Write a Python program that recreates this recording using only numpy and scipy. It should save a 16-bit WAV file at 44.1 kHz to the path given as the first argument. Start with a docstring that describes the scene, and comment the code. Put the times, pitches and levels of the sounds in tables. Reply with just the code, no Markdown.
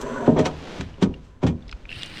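"""On a small wooden boat, a landing net with a fish in it is dragged in over the rail, close by.
The hull rumbles on the water. The handle scrapes, water runs off the net and the wet mesh slaps.
The hoop knocks across the rail and the fish thumps and bounces on the deck, making the wood ring.
Then a fishing reel clicks and is wound, its gears rubbing and catching."""
import sys
import numpy as np
from scipy import signal
from scipy.fft import rfft, irfft
from scipy.io import wavfile

SR = 44100
rng = np.random.default_rng(int(sys.argv[2]) if len(sys.argv) > 2 else 0)


def master_out(mix):
    """Clip the mix to full scale and print it as 16-bit PCM to the path in sys.argv[1]."""
    frames = np.transpose(np.atleast_2d(mix))
    ceiling = np.clip(frames, -1, 1)
    pcm = np.round(ceiling * 32767).astype(np.int16)
    wavfile.write(sys.argv[1], SR, pcm)


N = 97020  # 2.2 seconds


def undb(db):
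    """Turn decibels into a number to multiply by."""
    return 10 ** (np.asarray(db) / 20)


def unit(x):
    """Scale a sound to an average (rms) level of 1."""
    return x / np.sqrt(np.mean(x ** 2) + 1e-18)


def clock():
    """The time of every sample, in seconds."""
    return np.arange(N) / SR


def curve(rows):
    """Join (seconds, dB) points into a volume curve, silent before the first."""
    return undb(np.interp(clock(), *np.array(rows).T, left=-200))


def colour(x, points, tilt_db=0):
    """Shape the tone by (Hz, dB) points; a tilt above 0 dB per octave brightens it."""
    octave = np.log2(np.maximum(np.fft.rfftfreq(len(x), 1 / SR), 1))
    hz, db = np.array(points).T
    gain_db = np.interp(octave, np.log2(hz), db) + tilt_db * (octave - 10)
    return irfft(rfft(x) * undb(gain_db), len(x))


def band(x, low_hz, high_hz):
    """Gently turn down everything below low_hz and above high_hz."""
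    for hz, kind in ((low_hz, "high"), (high_hz, "low")):
        x = signal.sosfilt(signal.butter(2, min(hz, SR / 2 - 10), kind, fs=SR, output="sos"), x)
    return x


def add(out, start, x):
    """Mix a sound in at a time in seconds."""
    i = max(int(start * SR), 0)
    out[i:i + len(x)] += x[:max(N - i, 0)]


def grains(per_s, spread_db):
    """Tiny impacts of uneven size at random times."""
    hits = (rng.random(N) < per_s / SR) * rng.standard_normal(N)
    return unit(hits * undb(spread_db * rng.standard_normal(N)))


def fade(t, ring_s):
    """Die away by 60 dB over the ring time."""
    return np.exp(-np.log(1000) * t / max(ring_s, 1e-4))


def ring(notes):
    """One tap rings an object's own notes; neighbouring notes swing opposite ways."""
    t = clock()[:N // 3]
    return unit(sum((-1) ** k * undb(db) * np.sin(2 * np.pi * hz * t) * fade(t, ring_s)
                    for k, (hz, db, ring_s) in enumerate(notes)))


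def pings(count, start, end, db, low_hz, high_hz, cycles, glide=0):
    """Short notes at random times and pitches; glide bends them upward, like a bubble's note."""
    out, t = np.zeros(N), clock()[:N // 10]
    for k, (when, pitch, size) in enumerate(rng.random((count, 3))):
        hz = low_hz * (high_hz / low_hz) ** pitch
        life = cycles / hz
        phase = 2 * np.pi * hz * (t + glide * np.minimum(t, life) ** 2 / life / 2)
        note = np.sin(phase) * fade(t, life) * (1 - fade(t, life / 10))
        add(out, start + (end - start) * (k + when) / count, undb(db) * 2 * size * note)
    return out


# The tone of the water and of the hull's rumble. Each row: frequency in Hz, level in dB.
WATER_TONE = [(20, 6), (60, 1.5), (130, 6.5), (250, 4.5), (500, -12.5), (1000, -25), (2000, -18),
              (4000, -31), (8000, -40), (10000, -35), (15500, -66)]
RUMBLE_TONE = [(15, 6.5), (30, -7), (55, -5.5), (90, 0.5), (160, -13), (400, -28.5), (2000, -94)]
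# Swells nudging the hull. Each row: middle in seconds, level in dB, pitch in Hz, fade time in seconds.
HULL_NUDGES = [(0.04, -36, 36.6, 0.018), (0.569, -40, 74.6, 0.069), (1.675, -35.5, 49, .025),
               (1.747, -29, 47, 0.014), (1.849, -36, 37, 0.017), (1.973, -35, 84.5, 0.0086)]

def hull():
    """The hull rumbles on faintly washing water, and swells give it a few soft nudges."""
    t = clock()
    out = undb(-58) * unit(colour(rng.standard_normal(N), WATER_TONE))
    out += undb(-47) * unit(colour(rng.standard_normal(N), RUMBLE_TONE))
    for middle, db, hz, fade_s in HULL_NUDGES:
        shape = np.exp(-((t - middle) / fade_s) ** 2)
        out += undb(db) * np.sqrt(2) * np.sin(2 * np.pi * hz * (t - middle)) * shape
    return out


# The tone of water streaming off the net. Each row: frequency in Hz, level in dB.
STREAM_TONE = [(120, -6), (200, 0), (249, -1), (315, 0.5), (940, -8.5), (1010, -12), (1260, -11.5),
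               (3250, -15), (6480, -26), (15500, -59)]
# How loud the stream is. Each row: time in seconds, level in dB.
STREAM_LEVEL = [(0.3, -49.5), (0.48, -41), (0.58, -42), (0.68, -37), (0.79, -36.5), (0.85, -45),
                (0.96, -51.5), (1.15, -54), (1.38, -64), (1.7, -53.5), (1.88, -52.5)]

def runoff():
    """Water gurgles round the rising net, streams from it and thins to drops."""
    gurgle = pings(count=20, start=0, end=0.27, db=-31, low_hz=400, high_hz=1923, cycles=147, glide=0.11)
    drips = pings(count=20, start=0.91, end=0.98, db=-60,
                  low_hz=870, high_hz=6400, cycles=42, glide=0.13)
    stream = unit(colour(grains(per_s=10000, spread_db=0.43), STREAM_TONE))
    return gurgle + drips + stream * curve(STREAM_LEVEL)


# The tone of the rubbing gears. Each row: frequency in Hz, level in dB.
GEAR_TONE = [(60, -11), (130, 0.5), (280, -6), (500, -15.5), (1400, -14), (1900, -10.5), (2900, -11),
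             (4000, -11.5), (5000, -16), (6400, -31.5), (7600, -29), (8600, -25.5), (9250, -30),
             (10200, -36.5), (15500, -45)]
# The notes of the reel's body. Each row: pitch in Hz, level in dB, ring time in seconds.
REEL_NOTES = [(2490, 7, 0.048), (2860, -6, 0.058), (2820, 10.5, 0.11), (3040, 7, 0.077), (3280, -13, .06),
              (3370, -12, 0.025), (4360, -16, 0.03)]
# How loud the gears rub and the body rings. Each row: time in seconds, level in dB.
GEAR_LEVEL = [(1.87, -83), (1.90, -48), (1.99, -39), (2.05, -41.5), (2.12, -43.5), (2.19, -38.5)]
REEL_BODY_LEVEL = [(1.88, -65), (1.895, -46), (1.93, -43), (1.97, -45), (2.04, -45.5), (2.12, -48),
                   (2.19, -47)]

def reel():
    """The gears rub unevenly and ring the reel's body; teeth catch and small metal parts tinkle."""
    flutter = undb(unit(band(rng.standard_normal(N), 24, 88)))  # the level wavers by about 1 dB
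    rub = unit(grains(per_s=15000, spread_db=0.91) * flutter)
    grit = undb(-6.5) * grains(per_s=350, spread_db=1.9)
    gears = unit(colour(rub + grit, GEAR_TONE))
    body = unit(signal.fftconvolve(grains(per_s=1500, spread_db=3.4), ring(REEL_NOTES))[:N])
    teeth = pings(count=30, start=1.92, end=2.2, db=-37, low_hz=2350, high_hz=4700, cycles=26)
    tinkle = pings(count=10, start=1.92, end=2.2, db=-51, low_hz=7800, high_hz=9700, cycles=150)
    return gears * curve(GEAR_LEVEL) + body * curve(REEL_BODY_LEVEL) + teeth + tinkle


# Clicks of the hoop, reel and tackle, and one faint high tick of a drip. Each row: start in seconds,
# peak level in dB, pitch in Hz, ring time in seconds, how much louder the snap is than the rattle in dB.
SMALL_CLICKS = [(0.395, -22.5, 1980, 0.019, -2), (0.457, -19.5, 3220, 0.0061, -15),
                (0.4565, -21.5, 5630, 0.013, 4), (0.5793, -53, 11100, .008, 0),
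                (0.8085, -25.5, 2410, 0.024, -7), (0.940, -41, 2950, 0.022, 6),
                (1.0256, -21, 3520, 0.022, -4), (1.140, -33, 2790, 0.023, 8), (1.623, -46, 3520, 0.024, 7),
                (1.68, -38.5, 5140, 0.027, -5), (1.6925, -30, 3000, 0.017, -13),
                (1.7131, -31, 5170, 0.016, -1.5), (1.726, -27, 2494, 0.018, -2),
                (1.854, -31, 2450, 0.011, 4), (1.8917, -25.5, 2700, 0.015, 11),
                (1.903, -31, 2720, 0.022, 11), (1.915, -27, 2700, 0.029, 3),
                (1.9267, -23.5, 2710, 0.022, 18), (1.9613, -30.5, 2730, .025, 10),
                (2.021, -27.5, 3870, 0.023, 3), (2.032, -16, 3530, 0.008, -1.5),
                (2.033, -28, 7560, 0.004, 3), (2.059, -34, 9100, 0.028, -6.5),
                (2.1705, -26.5, 2720, 0.015, -9)]

def clicks():
    """The hoop, reel and tackle click and one drip ticks, each a pitched snap with a brief rattle."""
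    out, t = np.zeros(N), clock()[:N // 20]
    rise_s = 0.00053
    for start, db, hz, ring_s, snap_db in SMALL_CLICKS:
        shape = fade(t, ring_s) * (1 - np.exp(-(t / rise_s) ** 2))
        rattle = band(rng.standard_normal(len(t)) * shape, hz * 0.63, hz * 0.65)
        rattle = unit(band(rattle, hz * 0.66, 4600))
        snap = unit(np.sin(2 * np.pi * hz * t) * shape)
        click = rattle + undb(snap_db) * snap
        add(out, start, undb(db) * click / np.abs(click).max())
    return out


# The notes of the handle on the rail. Each row: pitch in Hz, level in dB, ring time in seconds.
HANDLE_NOTES = [(236, -1, 0.15), (388, -1, 0.089), (460, -6.5, 0.12), (535, -8.5, 0.19), (567, -8.5, .13),
                (941, -11, 0.2), (994, -0.5, 0.13), (1449, -8.5, 0.094), (1550, -19.5, 0.088),
                (1673, -20.5, 0.29), (1797, -18.5, 0.061)]
# The tone of its scrape. Each row: frequency in Hz, level in dB.
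SCRAPE_TONE = [(60, -47.5), (130, -4.5), (190, -17), (250, 1), (310, -13.5), (400, -6.5), (580, -10),
               (790, -20), (1020, -7.5), (1200, -17.5), (1490, -15.5), (2230, -28.5), (3100, -28.5),
               (5500, -41.5), (6100, -29.5), (6900, -40.5), (7600, -32), (9000, -51), (12000, -55),
               (15500, -79)]
# How loud it scrapes and rings; the ring grows with the load. Each row: time in seconds, level in dB.
HANDLE_SCRAPE_LEVEL = [(0, -33.5), (0.06, -32.5), (0.16, -33), (0.26, -35), (0.30, -37), (0.36, -44.5),
                       (0.46, -60), (0.56, -70), (0.7, -59)]
HANDLE_RING_LEVEL = [(0, -53), (0.06, -36.5), (0.15, -35), (0.20, -31.5), (0.27, -25), (0.31, -45),
                     (0.36, -47.5), (0.46, -38.5), (0.56, -50.5), (0.7, -86)]

def handle():
    """The handle sticks and slips over the rail in tiny jerks that set it ringing."""
    body = unit(signal.fftconvolve(grains(per_s=900, spread_db=0.81), ring(HANDLE_NOTES))[:N])
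    scrape = unit(colour(grains(per_s=12000, spread_db=0.33), SCRAPE_TONE))
    return scrape * curve(HANDLE_SCRAPE_LEVEL) + body * curve(HANDLE_RING_LEVEL)


# Slaps of the wet mesh. Each row: loudest moment in seconds, level in dB, rise time in seconds,
# fall time in seconds, tilt towards the treble in dB per octave.
MESH_SLAPS = [(0.015, -38, 0.0037, 0.011, 13), (0.261, -33.5, 0.0039, 0.028, 0.5),
              (0.366, -24, .002, 0.027, -4.5), (0.393, -27, 0.0051, 0.017, 4),
              (0.462, -20.5, 0.0074, 0.011, 3), (0.81, -33.5, 0.0035, 0.0078, 4.5),
              (1.0276, -24, 0.0058, 0.012, 3.5), (1.245, -61, 0.016, 0.051, 6),
              (1.434, -31.5, 0.0064, 0.019, 1), (1.4665, -28, 0.00084, 0.017, 3)]
# The tone of the mesh. Each row: frequency in Hz, level in dB.
MESH_TONE = [(100, -19.5), (500, 10.5), (1100, 6), (2000, -4.5), (3300, -5), (4500, -15), (6000, -16),
             (8000, -23.5), (10000, -43), (13000, -47.5), (16000, -66)]
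# The notes of the net's hoop. Each row: pitch in Hz, level in dB, ring time in seconds.
HOOP_NOTES = [(1103, -4, 0.17), (1248, 2, 0.13), (1517, 2, 0.082), (1838, 2.5, 0.1), (2177, 4, 0.036),
              (2413, -3, 0.099), (2980, -7, .07), (3286, 2, 0.036), (4180, -3, 0.028), (5920, -7, .05)]

def mesh():
    """Wet netting bunches and slaps in bursts of tiny clicks, and shakes the hoop into ringing."""
    slaps, shake, t = np.zeros(N), np.zeros(N), clock()
    for crest, db, rise, fall, tilt_db in MESH_SLAPS:
        shape = undb(db) * np.exp(-np.maximum((crest - t) / rise, (t - crest) / fall))
        slaps += shape * unit(colour(grains(per_s=14000, spread_db=0.56), MESH_TONE, tilt_db))
        shake += shape
    hoop = ring(HOOP_NOTES)
    taps = shake * grains(per_s=2700, spread_db=1)
    return slaps + undb(-10.5) * signal.fftconvolve(taps, hoop / np.linalg.norm(hoop))[:N]


def through_planks(x, path_m):
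    """A blow travels as a bend in the wood: below corner_hz, the lower the note, the later it arrives."""
    corner_hz, delay_s_per_m = 1492, 0.00614
    size = 2 * len(x)
    hz = np.maximum(np.fft.rfftfreq(size, 1 / SR), 20)
    delay_s = path_m * delay_s_per_m * np.maximum(np.sqrt(corner_hz / hz) - 1, 0)
    phase = 2 * np.pi * np.cumsum(delay_s) * SR / size
    return irfft(rfft(x, size) * np.exp(-1j * phase), size)[:len(x)]


# The hull's many notes, so close together that they blur. Each row: frequency in Hz, level in dB.
HULL_BLUR_TONE = [(40, 8), (100, 13.5), (250, 13), (500, 5), (1000, -1.5), (2000, -34), (5000, -29.5),
                  (16000, -48)]

def blows(rows, notes, push_db, blur_db):
    """Each blow sends a first push through the wood, then rings its notes and the hull's blur of notes."""
    out, t = np.zeros(N), clock()[:N // 3]
    push_hz, blur_rise_s = 313, 0.0012
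    fade_in_s = 0.0008  # a brief fade-in keeps each blow's start smooth
    push = unit(np.sin(2 * np.pi * push_hz * t) * fade(t, ring_s=0.0038))
    wood = ring(notes) + undb(push_db) * push
    for start, db, low_hz, high_hz, path_m in rows:
        blur = colour(rng.standard_normal(len(t)), HULL_BLUR_TONE)
        blur = unit(blur * fade(t, ring_s=0.32) * (1 - np.exp(-t / blur_rise_s)))
        blow = band(wood + undb(blur_db) * blur, low_hz, high_hz)
        blow = through_planks(blow, path_m) * (1 - np.exp(-(t / fade_in_s) ** 2))
        peak = np.abs(signal.hilbert(blow)).max()
        add(out, start, undb(db) * blow / peak)
    return out


# The notes of the rail. Each row: pitch in Hz, level in dB, ring time in seconds.
RAIL_NOTES = [(74.4, -8.5, 0.66), (99, -16.0, 0.5), (156.34, -3.5, 0.63), (233, 6, 0.13), (263, -4.5, 0.15),
              (291.3, -7.5, 0.41), (394, -13, 0.028), (445.4, -2, 0.22), (538, -12.5, 0.26),
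              (623.7, -2.0, 0.23), (729, -14, 0.27), (914, -5.5, 0.13), (1017, -13.5, 0.11),
              (1275, -10.0, 0.16)]
# Knocks of the hoop. Each row: start in seconds, peak level in dB, lowest and highest frequency in Hz,
# path through the wood in metres.
HOOP_KNOCKS = [(0.276, -2.7, 194, 522, 0.48), (0.3149, -18, 92, 400, 0.39), (0.361, -13.5, 102, 1058, 0.32),
               (0.3772, -12, 425, 681, 0.32), (0.3832, -13, 304, 769, 0.33), (0.3913, -9.5, 224, 635, 0.29),
               (0.3978, -15.5, 276, 360, 0.317), (0.4613, -19, 358, 2030, 0.32),
               (0.4741, -19.5, 448, 813, 0.373)]

def hoop_on_rail():
    """The hoop knocks its way across the wooden rail and sets it ringing."""
    return blows(HOOP_KNOCKS, RAIL_NOTES, push_db=-2, blur_db=-5.5)


# The notes of the deck. Each row: pitch in Hz, level in dB, ring time in seconds.
DECK_NOTES = [(53.7, -14.5, 1.17), (79.9, -5, 0.38), (133.7, -16, 0.25), (154.7, -5, 0.41),
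              (192.1, 6, 0.19), (237.5, -4, 0.33), (268, -2.5, 0.24), (294.6, -11, 0.13),
              (392.8, -2.5, 0.2), (460, -8.5, 0.27), (520, -16, 0.52), (780, -20, 0.19), (950, -9.5, 0.26),
              (1412, -10, 0.11)]
# Thumps of the fish and net. Each row: start in seconds, peak level in dB, lowest and highest
# frequency in Hz, path through the wood in metres.
FISH_THUMPS = [(0.2893, -21, 53, 170, 0.54), (0.4011, -20, 85, 155, 0.514), (0.7912, -19.5, 62, 94.5, 0.45),
               (0.8093, -26, 215, 280, 0.33), (0.9809, -32, 130, 920, 0.38), (1.0192, -20, 480, 1023, 0.18),
               (1.0235, -6, 141, 355, 0.17), (1.061, -24, 28, 85, 0.46), (1.4285, -14.5, 190, 1090, 0.33),
               (1.4359, -8, 117, 352, 0.517), (1.4421, -16, 50, 84, 0.5), (1.4886, -17.5, 150, 190, 0.39),
               (1.5408, -30, 90, 115, 0.55)]

def fish_on_deck():
    """The netted fish lands and bounces, and the deck planks boom under it."""
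    return blows(FISH_THUMPS, DECK_NOTES, push_db=-5.1, blur_db=-3)


# The tone of a faint smeared copy. Each row: frequency in Hz, level in dB compared with the middle.
SMEAR_TONE = [(25, -24), (60, -60), (300, -76.5), (600, -52), (1200, -33.5), (2500, -38.5), (5000, -25),
              (9000, -17.5), (12000, -1.5)]

def scene():
    """Everything is straight ahead; a faint smeared copy, mostly high treble, adds stereo width."""
    middle = hoop_on_rail() + fish_on_deck() + mesh() + handle() + runoff() + clicks() + reel() + hull()
    smear = rng.standard_normal(N // 200)  # 11 milliseconds long
    smeared = signal.fftconvolve(middle, smear / np.linalg.norm(smear))[:N]
    side = colour(smeared, SMEAR_TONE)
    return np.array([middle + side, middle - side])


def record(dry):
    """Add faint microphone hiss and cut off the very highest treble."""
    hiss = undb(-85) * rng.standard_normal(dry.shape)
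    top_hz = 15700
    return signal.sosfilt(signal.ellip(8, .2, 80, top_hz, fs=SR, output="sos"), dry + hiss)


dry = scene()
out = record(dry)
master_out(out)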